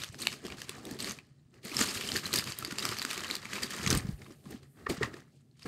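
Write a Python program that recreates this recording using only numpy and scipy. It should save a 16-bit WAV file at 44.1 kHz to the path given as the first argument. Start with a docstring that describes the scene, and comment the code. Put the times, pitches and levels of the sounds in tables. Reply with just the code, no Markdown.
"""Gift paper is torn and crumpled off a cardboard box in a furnished room with a low hum, for under 6 s.
From the start, each grip of the hands swells a crackle of tiny noise bursts; creases snap as sharper, ringing bursts.
The sheet flaps and the box rumbles (filtered noise), air puffs and box knocks are short swings, and the room rings.
After a lull from about 1.2 s the pulls grow louder; near 3.84 s the sheet is tossed aside with an airy, fading hiss.
Sparser, mostly quieter grips follow, with a few strong snaps and knocks near 5 s."""
import sys
import numpy as np
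from scipy import signal
from scipy.fft import rfft, irfft, next_fast_len
from scipy.io import wavfile
from scipy.ndimage import uniform_filter1d

SR = 44100
rng = np.random.default_rng(int(sys.argv[2]) if len(sys.argv) > 2 else 0)


def generate_wav(sig):
    """Save sig (samples, or channels by samples) to the path in sys.argv[1] as 16-bit PCM at SR."""
    pcm = np.round(np.clip(np.atleast_2d(sig).T, -1, 1) * 32767).astype(np.int16)
    wavfile.write(sys.argv[1], SR, pcm)


N = 250047  # length in samples

# Pulls and grips of the hands: full effort at t/s, build-up/s, hold/s,
# crackle level/dB, brightness/dB, sheet flap level/dB, hollow box level/dB
GRIPS = [(0.0, .01, 0.036, -41.5, 0.5, -52.5, -50.5), (0.124, 0.0076, .03, -54, 2, -51.5, -52.5),
         (0.197, 0.027, .14, -44.5, 1.5, -56, -48), (0.454, 0.095, .08, -51.5, -1, -52, -46),
         (0.583, 0.017, 0.048, -48.5, 0.5, -58, -55.5), (0.689, 0.052, 0.095, -52.5, -2, -55, -52.5),
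         (0.864, 0.091, 0.087, -51, -1, -56, -45.5), (0.995, 0.011, 0.11, -41, 0.5, -50, -45.5),
         (1.163, 0.022, 0.029, -66.5, -9.5, -64, -57.5), (1.55, 0.036, 0.034, -67, -3.5, -61, -59),
         (1.649, 0.018, 0.21, -44.5, 0.5, -61, -49), (1.792, 0.057, 0.032, -30, 0.5, -42.5, -36.5),
         (1.871, .03, 0.14, -40, 0.5, -55.5, -44), (2.041, .03, 0.1, -39, 1, -50, -44),
         (2.154, 0.024, 0.026, -36, 1, -49, -43), (2.239, .02, 0.043, -41.5, -0.5, -50, -47.5),
         (2.338, 0.035, 0.047, -33.5, -0.5, -43.5, -41), (2.467, 0.036, 0.024, -39.5, 0, -47, -45.5),
         (2.579, 0.033, 0.19, -45.5, -1, -55, -50.5), (2.783, 0.01, 0.049, -39, -0.5, -58, -48.5),
         (2.851, .03, 0.074, -37.5, -0.5, -49, -45), (2.98, .02, 0.098, -41.5, -0.5, -61, -49),
         (3.094, .03, 0.046, -40, 0, -63, -47.5), (3.173, 0.022, 0.084, -42, -2.5, -53, -47),
         (3.292, .03, 0.062, -40.5, -0.5, -60, -47.5), (3.442, 0.077, 0.12, -47.5, -1.5, -59, -55),
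         (3.539, 0.064, 0.037, -38, -1.5, -63, -47), (3.63, .03, 0.0075, -37, -1, -43.5, -45.5),
         (3.699, 0.016, 0.13, -42.5, -1, -58, -49.5), (3.832, 0.033, 0.021, -40, -2, -43, -43),
         (3.896, 0.016, 0.052, -36.5, -3, -31, -33), (4.005, 0.017, 0.11, -58, -2.5, -38.5, -49),
         (4.194, 0.044, 0.14, -63, -0.5, -59, -56), (4.358, 0.035, .06, -71.5, 2, -66, -62.5),
         (4.464, 0.049, 0.026, -59.5, -1, -53, -53.5), (4.513, .05, 0.035, -55, -0.5, -49.5, -48.5),
         (4.627, .02, 0.015, -66, -2, -59, -62.5), (4.793, 0.054, 0.085, -62.5, -6, -58, -53.5),
         (4.895, 0.0083, 0.0069, -36.5, -1.5, -39.5, -32), (5.019, .02, 0.02, -42.5, -8, -38.5, -39),
         (5.13, .03, 0.052, -57.5, -3, -52, -51), (5.359, 0.095, 0.0078, -68.5, 3, -75.5, -72.5),
         (5.634, 0.067, .05, -55, 1, -69, -67), (5.66, 0.01, .02, -50.5, -6, -39.5, -37.5)]
# Levels while the hands rest: crackle, flap, box level/dB
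REST_LEVELS = (-79.5, -67.5, -74.5)
# Colour of the low hum: f/Hz, level per Hz/dB
HUM_COLOUR = [(20, -44.5), (40, -26), (95, -26), (135, 6.5), (190, -12), (245, -6), (450, -37), (1200, -49),
              (4300, -50), (9000, -47), (16000, -52)]
# Colour of folding paper: f/Hz, level per Hz/dB
PAPER_COLOUR = [(290, -51.5), (500, -2.5), (893, -15.5), (1160, -0.5), (1510, -7.5), (1670, -2), (2100, -3),
                (3110, -2.5), (3440, -4.5), (4730, -1), (5630, -7.5), (6800, -7), (10700, -12.5),
                (12100, -10), (16000, -28)]
# Colour of the flapping sheet: f/Hz, level per Hz/dB
FLAP_COLOUR = [(20, -32.5), (45, -6), (80, 8), (110, 8.5), (140, 11.5), (180, -1.5), (300, -35.5)]
# Colour of the hollow box: f/Hz, level per Hz/dB
BOX_COLOUR = [(120, -23), (190, 2.5), (280, 0), (400, 0), (520, -9), (800, -12), (1200, -35)]
# Creases whose snaps stand out from the rustle around them, plus loose pieces rattling in the box just after
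# the knock near 4.87 s: t/s, peak level/dB, ring f/Hz, ring boost/dB, treble edge/dB (before the shared lift in
# snaps), decay/ms
SNAPS = [(.0193,-28,3780,24,-23,2.5),(.0444,-23.5,3750,24,3,0.49),(.145,-32,1750,8.5,-27,0.96),(.1897,-33.5,5930,7,0,6.8),
         (.205,-34.5,8300,22.5,-4,4),(.2191,-24,8400,12,6,1.8),(.225,-26,4230,17,8,2.7),(.235,-31,2350,12.5,-6,3.4),
         (.258,-33.5,3250,5,-5,1.7),(.271,-8,2735,20.5,-17,0.71),(.2834,-30,2300,26.5,-11.5,4),(.3194,-30,1670,15,-15,2.1),
         (.338,-30,1290,18,-8,3.1),(.4529,-35,3270,9,-15,6.1),(.4667,-29,5200,9,-3,.7),(.483,-30,1090,12,-22,1.7),
         (.503,-33.5,2480,20,-30,1.6),(.5226,-29.5,2640,4,-44,3.1),(.5837,-35.5,1530,22,-16,3.4),(.6045,-37,4400,3,-10,2.6),
         (.6182,-26,1800,9,-14,1.34),(.6943,-22,3360,6,1,1.5),(.8533,-30.5,3580,16,11,1.5),(.9115,-29.5,1780,19,10,3.2),
         (.9896,-31,4130,13,-1,1.2),(1.0034,-21.5,4300,11,-2,2.6),(1.0116,-30.5,4700,9,-3,5),(1.026,-25.5,8420,19,-10,1.9),
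         (1.0452,-20,4100,11,-12,0.81),(1.0956,-23,6370,24,-8,0.95),(1.11,-24,6300,22,-22,1.2),(1.1881,-33,2310,18,-24.5,1.6),
         (1.5419,-48.5,2110,3,-20.5,2),(1.6512,-29.5,4260,12,25,2.5),(1.718,-33,2390,24,-8,4.2),(1.7455,-27,3045,9,-8,4.2),
         (1.7681,-12.5,5300,16,1,1.5),(1.7855,-30,3660,14,-14,3.8),(1.813,-13.5,6950,15.5,-20,3),(1.8227,-16,4570,10,1,5.7),
         (1.8355,-19.5,6570,9,2,4.6),(1.8605,-32,4440,11,-12,4.8),(1.8885,-23,5100,14,-7,8.2),(1.9485,-24,3730,3,0,21),
         (1.9723,-26.5,3040,7,0,9.2),(2.0107,-25,2000,2,-19,2.1),(2.0519,-32,2470,15,-7,3.1),(2.075,-23.5,5300,8,-2,2.3),
         (2.0898,-22,3070,18,-1,3.3),(2.1188,-15,4330,17,-19,0.42),(2.1613,-16,1760,17,-11,1.4),(2.1667,-15.5,4500,8.5,2,2.1),
         (2.1744,-24,1715,11,-2,2.5),(2.2574,-21.5,4250,18.5,5,2.8),(2.2666,-23.5,4230,2.5,-2,2.4),(2.3301,-16,4060,12,5,1.5),
         (2.339,-11.5,4130,8,2,2.7),(2.3598,-12.5,4760,11,15,2.9),(2.3731,-21,4390,8,12.5,4.6),(2.3873,-13,4700,13,12,2.2),
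         (2.408,-27,2540,8,-2,4.2),(2.441,-22,4630,4,-2,1.6),(2.4759,-28,2390,15,-21,1.9),(2.489,-32,5120,7,-14,2.4),
         (2.5219,-19.5,4700,15,0,.6),(2.5881,-14,8800,1,37,0.77),(2.626,-25.5,1330,18,-20,2.6),(2.649,-17,4500,7,-8,0.91),
         (2.7107,-27.5,1430,13,-17,5),(2.7232,-24.5,1430,15,-3,2.5),(2.785,-16.5,4260,11,-11,1),(2.7941,-19.5,4660,15,-2,3.4),
         (2.8258,-23,3880,15,-3,2.7),(2.8532,-12.5,1290,9,1,1),(2.8649,-27,1280,14,-18,4.7),(2.8908,-15.5,4600,4,-11,1.2),
         (2.915,-28,4730,6,-14,4.7),(2.9312,-35,4080,8,-17,4.2),(2.971,-34,4740,5,-8,3.6),(2.9868,-20,4630,8,14,0.83),(2.9962,-19,4400,17.5,-9,.7),
         (3.0183,-17,4870,3,1,0.66),(3.0254,-23,4030,6,0,2.4),(3.0507,-16.5,1440,11,-5,1.4),(3.0638,-33,4690,10,-2,3.5),
         (3.1056,-24.5,3100,14,-9,2.1),(3.1115,-16.5,2430,14,0,1.4),(3.1318,-19.5,2330,19,-3,1.8),(3.178,-24,6800,14,-29,1.6),
         (3.1933,-32,3900,14,-30,3),(3.2369,-25,1790,7.5,-15,2),(3.2458,-23.5,2880,13.5,-15,2.5),(3.2814,-28,4200,24,-11,1.5),(3.3016,-23,2360,30,-22,1.1),
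         (3.3115,-13,4100,18,1,0.75),(3.3537,-19.5,4570,6,5,1.7),(3.3663,-25,3920,8,-2,2.1),(3.4548,-25.5,2240,16,-21,0.9),
         (3.5326,-21,1700,20,-34,0.85),(3.5559,-26,2460,14,-16,3),(3.5644,-27,2320,16,-18,3.4),(3.5854,-30,2780,17,-24,3.1),
         (3.6327,-20.5,4620,10,-2,3.1),(3.7064,-28,1775,4,-5,4),(3.7348,-40,1686,10.5,-19,.9),(3.7645,-28,4720,3,11,1.7),
         (3.8402,-27,1890,9,-29,2.5),(3.8642,-15,6500,17,-26,1.3),(3.8756,-17,3500,3.5,-12,4.4),(3.9039,-7,5710,14,1,.9),
         (3.91,-14.5,1497,18.5,-3,5.5),(3.9284,-16,4400,4,-6,2.8),(3.9505,-18,1280,17.5,5,2.5),(3.9745,-17.5,8600,11,10,3),
         (3.9855,-29.5,8700,24,7,1.1),(4.0055,-34,2370,15,-6,2.9),(4.0888,-39,4550,6,-13,2.1),(4.219,-38.5,2127,6,-34,5),
         (4.264,-41.5,1050,12,-56,4.9),(4.3072,-45,1180,14,-11,5),(4.3124,-47.5,5700,19,-13,2.4),(4.461,-48.5,1040,22,-43,8.1),(4.509,-38,1190,17,30,3.9),
         (4.632,-45.5,4750,7,-15,3.9),(4.867,-24.5,1782,23,-52,4.5),(4.869,-22.5,1135,37.5,-62,2),(4.8975,-26,4220,9,8,5.5),
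         (4.9048,-32,2270,8,-24,4.1),(4.981,-44,4500,8.5,-19.5,2.5),(5.013,-49,1230,12,-28.5,2.9),(5.0311,-16,2016,18,-32,2.4),
         (5.0345,-22,1880,21,-37,2.6),(5.046,-30,1092,17,-33,5.3),(5.058,-32.5,1820,14.5,-28,4.4),(5.149,-51,1300,11,-14,3),
         (5.168,-41.5,1216,11,-19,3.8),(5.5132,-57.5,4220,18.5,-13,0.93),(5.6228,-42.5,2650,11,-16,4.8),(5.6305,-36.5,4770,29,-27,1.6),
         (5.6627,-38,1580,27,-36,3.4)]
# A small patch of paper moves little low air: f/Hz, level/dB
SNAP_BODY = [(400, -12.5), (1100, -3.5)]
# Puffs of air as the sheet jerks: t/s, peak level/dB, swing f/Hz
PUFFS = [(0.095, -39, 116), (0.308, -44, 135), (0.503, -43, 144), (0.674, -57, 136), (0.923, -41, 157),
         (1.311, -50, 147), (1.459, -50, 124), (1.753, -45, 169), (1.797, -43.5, 75), (1.961, -37, 112),
         (2.13, -36.5, 134), (2.345, -41, 134), (2.612, -52, 132), (2.889, -50, 117), (3.216, -41, 170),
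         (3.626, -52, 143), (3.858, -47, 40), (3.858, -31, 110), (3.94, -28, 55), (4.128, -36, 60),
         (4.218, -44, 112), (4.479, -55, 73), (4.52, -47, 153), (4.888, -48, 127), (4.999, -42, 113),
         (5.127, -47, 151), (5.265, -50, 143), (5.493, -53.5, 148), (5.645, -44, 70)]
# Knocks on the box: t/s, peak level/dB, panel f/Hz
KNOCKS = [(0.192, -47.5, 210), (0.448, -32.5, 374), (0.692, -38.5, 396), (0.843, -42, 370),
          (0.912, -33.5, 257), (0.954, -38, 396), (1.094, -38.5, 222), (1.651, -37, 211),
          (1.717, -35.5, 318), (1.758, -34, 264), (1.81, -21.5, 255), (2.149, -32.5, 397),
          (2.257, -35, 215), (2.335, -32, 372), (2.36, -31.5, 266), (2.387, -33, 180), (2.468, -36.5, 226),
          (2.623, -39, 312), (2.679, -34.5, 323), (2.724, -32, 237), (2.839, -34.5, 256),
          (2.916, -33.5, 385), (3.049, -35, 263), (3.177, -36, 360), (3.452, -40, 214), (3.64, -33, 226),
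          (3.797, -33, 207), (3.869, -21.5, 169), (3.925, -21, 261), (3.971, -24, 181), (4.048, -26.5, 178),
          (4.088, -24.5, 176), (4.305, -40.5, 327), (4.462, -38, 215), (4.544, -32.5, 234),
          (4.866, -34.5, 420), (4.898, -22.5, 360), (4.98, -33, 170), (5.01, -23, 419), (5.14, -38.5, 374),
          (5.655, -31.5, 266)]
# Colour of the sheet thrown aside: f/Hz, level per Hz/dB
TOSSED_COLOUR = [(4000, -30), (9000, -2), (13000, -0.5), (16000, -13)]
# Colour of the microphone port: f/Hz, level/dB
PORT_COLOUR = [(6500, -1.5), (8600, 0), (10500, -5.5)]

BUILD_UP_DB, LET_GO_DB_PER_S = 18, 230  # rise over the build-up; fall after the hold
SAG_DB_PER_S, DULLING_DB_PER_S = 4.5, 6.5  # from full effort on, the pull slackens and the paper dulls
SETTLE_DB, SETTLE_DB_PER_S = -16.5, 72  # once let go, the paper goes on unfolding, fainter and slower
HUM_DB = -61
GRAINS = 9000  # number of tiny folds
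ROOM_T60_S, ROOM_DB = 0.13, -13.5  # time to fade by 60 dB; level of the tail
SNAP_RISE_SHARE = 0.41  # build-up as a share of the decay
LESSER_SNAPS = 260  # number of further, random creases
LESSER_OVER_CRACKLE_DB, LESSER_SPREAD_DB = 7, 3
IDLE_BELOW_DB, IDLE_SLOPE = -62.5, .6  # idle hands snap softer: extra dB lost per dB below this crackle level
KNOCK_MS = 3.6  # time to full swing
TOSSED_S, TOSSED_DB, TOSSED_DB_PER_S = 3.84, -64, 13.5  # start of the airy hiss, level, fade
TOP_HZ = 15700  # highest pitch the phone keeps


def undb(db):
    """Turns decibels into a plain gain."""
    return 10 ** (np.asarray(db) / 20)


def unit(x):
    """Scales a sound to an average (RMS) strength of 1."""
    return x / np.sqrt(np.mean(x ** 2))


def colour_db(points, hz):
    """Reads a colour table (f/Hz, level/dB) on a log pitch axis."""
    f, db = np.transpose(points)
    return np.interp(np.log(np.maximum(hz, 1)), np.log(f), db)


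def shaped(x, points):
    """Filters a sound by a colour table."""
    size = next_fast_len(N)
    hz = np.arange(size // 2 + 1) * SR / size
    return irfft(rfft(x, size) * undb(colour_db(points, hz)), size)[:N]


def coloured_noise(points):
    """Steady noise with the colour of a table and strength 1."""
    return unit(shaped(rng.standard_normal(N), points))


def walk(rate):
    """A slow wobble that glides to a new random level `rate` times a second, with RMS 1."""
    k = int(SR / rate)
    steps = np.repeat(rng.standard_normal(N // k + 1), k)
    return unit(uniform_filter1d(steps, k)[:N])


def bursts(s, gain, ms, tone_db, size, rise_ms):
    """Short noise bursts, each with its own colour (a row of tone_db), build-up, decay and peak."""
    puff = irfft(rfft(rng.standard_normal((len(s), size))) * undb(tone_db), size)
    lead = size // 4  # samples kept for the build-up
    t_ms = (np.arange(size) - lead) * 1000 / SR
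    rise = np.reshape(np.maximum(rise_ms, .05), (-1, 1))
    fall = np.reshape(np.maximum(ms, .05), (-1, 1))
    puff = puff * np.exp(np.minimum(t_ms / rise, -t_ms / fall))
    puff = puff * (gain / np.abs(puff).max(axis=1))[:, None]
    at = (np.asarray(s) * SR).astype(int)[:, None] + np.arange(size)
    return np.bincount(at.ravel(), puff.ravel(), N + size)[lead:N + lead]


def facet_db(hz, ring_hz, lift_db, octaves):
    """The flat patch beside a crease favours one band of pitches."""
    distance = np.log2(np.maximum(hz, 1) / ring_hz[:, None]) / octaves
    return lift_db * np.exp(-.5 * distance ** 2)


def swings(s, peak_db, hz, ms):
    """Short swings that build up for ms, then die away while their pitch sinks a little."""
    t = np.arange(4096) / SR
    shape = (t * 1000 / ms * np.exp(1 - t * 1000 / ms)) ** 1.33
    turn = hz * t * (1 - 1.5 * t) + rng.random((len(s), 1))
    swing = undb(peak_db) * shape * np.sin(2 * np.pi * turn)
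    at = (s * SR).astype(int) + np.arange(len(t))
    return np.bincount(at.ravel(), swing.ravel(), N + len(t))[:N]


def effort():
    """Each grip builds up, holds and lets go, setting crackle, flap and box levels and brightness, in dB."""
    s, build_s, hold_s, crackle_db, bright_db, flap_db, box_db = np.transpose(GRIPS)[:, :, None]
    t = np.arange(0, N / SR, 1 / 1000)
    build_db = BUILD_UP_DB * (t - s) / np.maximum(build_s, .002)
    after_hold = s + hold_s - t  # negative once let go
    shape_db = np.minimum(0, np.minimum(build_db, LET_GO_DB_PER_S * after_hold))
    since = np.maximum(t - s, 0)
    settle_db = np.where(t > s + hold_s, SETTLE_DB + SETTLE_DB_PER_S * after_hold, -np.inf)
    shape_db = np.maximum(shape_db, settle_db) - SAG_DB_PER_S * since
    power = [undb(2 * (db + shape_db)) for db in (crackle_db, flap_db, box_db)]
    total = [p.sum(axis=0) + undb(2 * rest_db) for p, rest_db in zip(power, REST_LEVELS)]
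    # the stronger grip decides the brightness
    tilt_db = (power[0] * (bright_db - DULLING_DB_PER_S * since)).sum(axis=0) / total[0]
    curves = [10 * np.log10(p) for p in total] + [tilt_db]
    return [np.interp(np.arange(N) / SR, t, c) for c in curves]


def low_hum():
    """A low hum made of coloured noise that wavers slightly."""
    return coloured_noise(HUM_COLOUR) * undb(HUM_DB + 0.67 * walk(11))


def crackle(level_db, tilt_db):
    """Countless small folds, a few much louder than the rest, over the hiss of paper sliding on paper."""
    when, pitch, long, loud = rng.random((GRAINS, 4)).T
    hz = np.arange(129) * SR / 256
    tone_db = colour_db(PAPER_COLOUR, hz) + facet_db(hz, 900 * 12 ** pitch, lift_db=19, octaves=0.33)
    gain = undb(np.minimum(-3.5 * np.log(1 - loud), 15))
    folds = bursts(when * N / SR, gain, 0.73 + 2.3 * long, tone_db, size=256, rise_ms=0.43)
    # folds come in flurries
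    flurries = unit(folds) * undb(2.5 * walk(60))
    paper = flurries + undb(-1.5) * coloured_noise(PAPER_COLOUR)
    dull = shaped(paper, [(2000, 9.0), (4000, -38.5)])
    bright = shaped(paper, [(4500, -53.0), (9000, -6.0)])
    # crisp tearing favours the top, soft rubbing the bottom
    paper = paper + (undb(-tilt_db) - 1) * dull + (undb(tilt_db) - 1) * bright
    # the very top follows level and brightness: faint, dull rustling has less of it
    top = shaped(paper, [(7000, -44), (12000, 2.5)])
    top_db = np.minimum(.3 * (level_db + 55.5) + .6 * tilt_db, 3)
    paper = paper + (undb(top_db) - 1) * top
    return unit(paper / undb(np.abs(tilt_db) / 2)) * undb(level_db)


def sheet_flap(level_db):
    """The loose sheet flaps: deep noise with a wavering level."""
    return coloured_noise(FLAP_COLOUR) * undb(level_db + 1.2 * walk(30))


def box_rumble(level_db):
    """The hollow box rumbles in the hands: low noise with a wavering level."""
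    return coloured_noise(BOX_COLOUR) * undb(level_db + 1.77 * walk(30))


def room(x):
    """Carpet and shelves leave only a short, diffuse tail: noise that fades evenly at all pitches."""
    t = np.arange(SR // 2) / SR
    tail = rng.standard_normal(len(t)) * undb(-60 * t / ROOM_T60_S)
    tail = tail * np.clip(t / 0.011, 0, 1)  # the tail fades in over 11 ms
    return signal.fftconvolve(x, tail / np.sqrt(np.sum(tail ** 2)))[:N] * undb(ROOM_DB)


def snaps(rows):
    """A crease gives way: a sharp burst that rings its patch of paper for a few cycles."""
    s, peak_db, ring_hz, lift_db, edge_db, ms = np.transpose(rows)
    hz = np.arange(1025) * SR / 2048
    # the treble edge grows steadily with pitch from 2200 Hz up
    edge = np.clip(np.log2(np.maximum(hz, 1) / 2200) / 3.7, 0, 1)
    tone_db = colour_db(PAPER_COLOUR, hz) + facet_db(hz, ring_hz, lift_db[:, None], octaves=0.11)
    tone_db = tone_db + colour_db(SNAP_BODY, hz) + (edge_db[:, None] + 12) * edge
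    return bursts(s, undb(peak_db), ms, tone_db, size=2048, rise_ms=SNAP_RISE_SHARE * ms)


def lesser_snaps(level_db):
    """Further creases snap at random times, louder when the hands are busy."""
    when, loud, pitch, ring, edge, long = rng.random((LESSER_SNAPS, 6)).T
    busy_db = level_db[(when * N).astype(int)]
    idle_db = IDLE_SLOPE * np.minimum(busy_db - IDLE_BELOW_DB, 0)
    peak_db = busy_db + idle_db + LESSER_OVER_CRACKLE_DB - LESSER_SPREAD_DB * np.log(1 - loud)
    # same columns as SNAPS
    rows = [when * N / SR, peak_db, 1100 * 6 ** pitch, 4 + 12 * ring, -22 + 22 * edge, .9 + 3 * long]
    return snaps(np.transpose(rows))


def puffs():
    """Each jerk of the sheet pushes about one cycle of air."""
    s, peak_db, swing_hz = np.transpose(PUFFS)[:, :, None]
    return swings(s, peak_db, swing_hz, 650 / swing_hz)


def knocks():
    """A hand or the floor meets the box: one panel swings for a few cycles."""
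    s, peak_db, panel_hz = np.transpose(KNOCKS)[:, :, None]
    return swings(s, peak_db, panel_hz, KNOCK_MS)


def tossed():
    """The thrown sheet slides and unfolds on the carpet with a thin, airy hiss."""
    since = np.arange(N) / SR - TOSSED_S
    level_db = TOSSED_DB - TOSSED_DB_PER_S * since + 2.5 * walk(9)
    return coloured_noise(TOSSED_COLOUR) * np.clip(since / .03, 0, 1) * undb(level_db)


def scene():
    """Adds up all sounds; paper and knocks also ring the room."""
    level_db, flap_db, box_db, tilt_db = effort()
    near = crackle(level_db, tilt_db) + snaps(SNAPS) + lesser_snaps(level_db) + knocks() + tossed()
    moving = sheet_flap(flap_db) + box_rumble(box_db) + puffs()
    return (near + room(near) + moving + low_hum())[None]


def record(dry):
    """The microphone port favours a band near 8.6 kHz over the treble above it; the phone cuts the top."""
    through_port = shaped(dry[0], PORT_COLOUR)[None]
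    top_cut = signal.ellip(10, .2, 60, TOP_HZ, fs=SR, output="sos")
    return signal.sosfilt(top_cut, through_port)


dry = scene()
out = record(dry)
generate_wav(out)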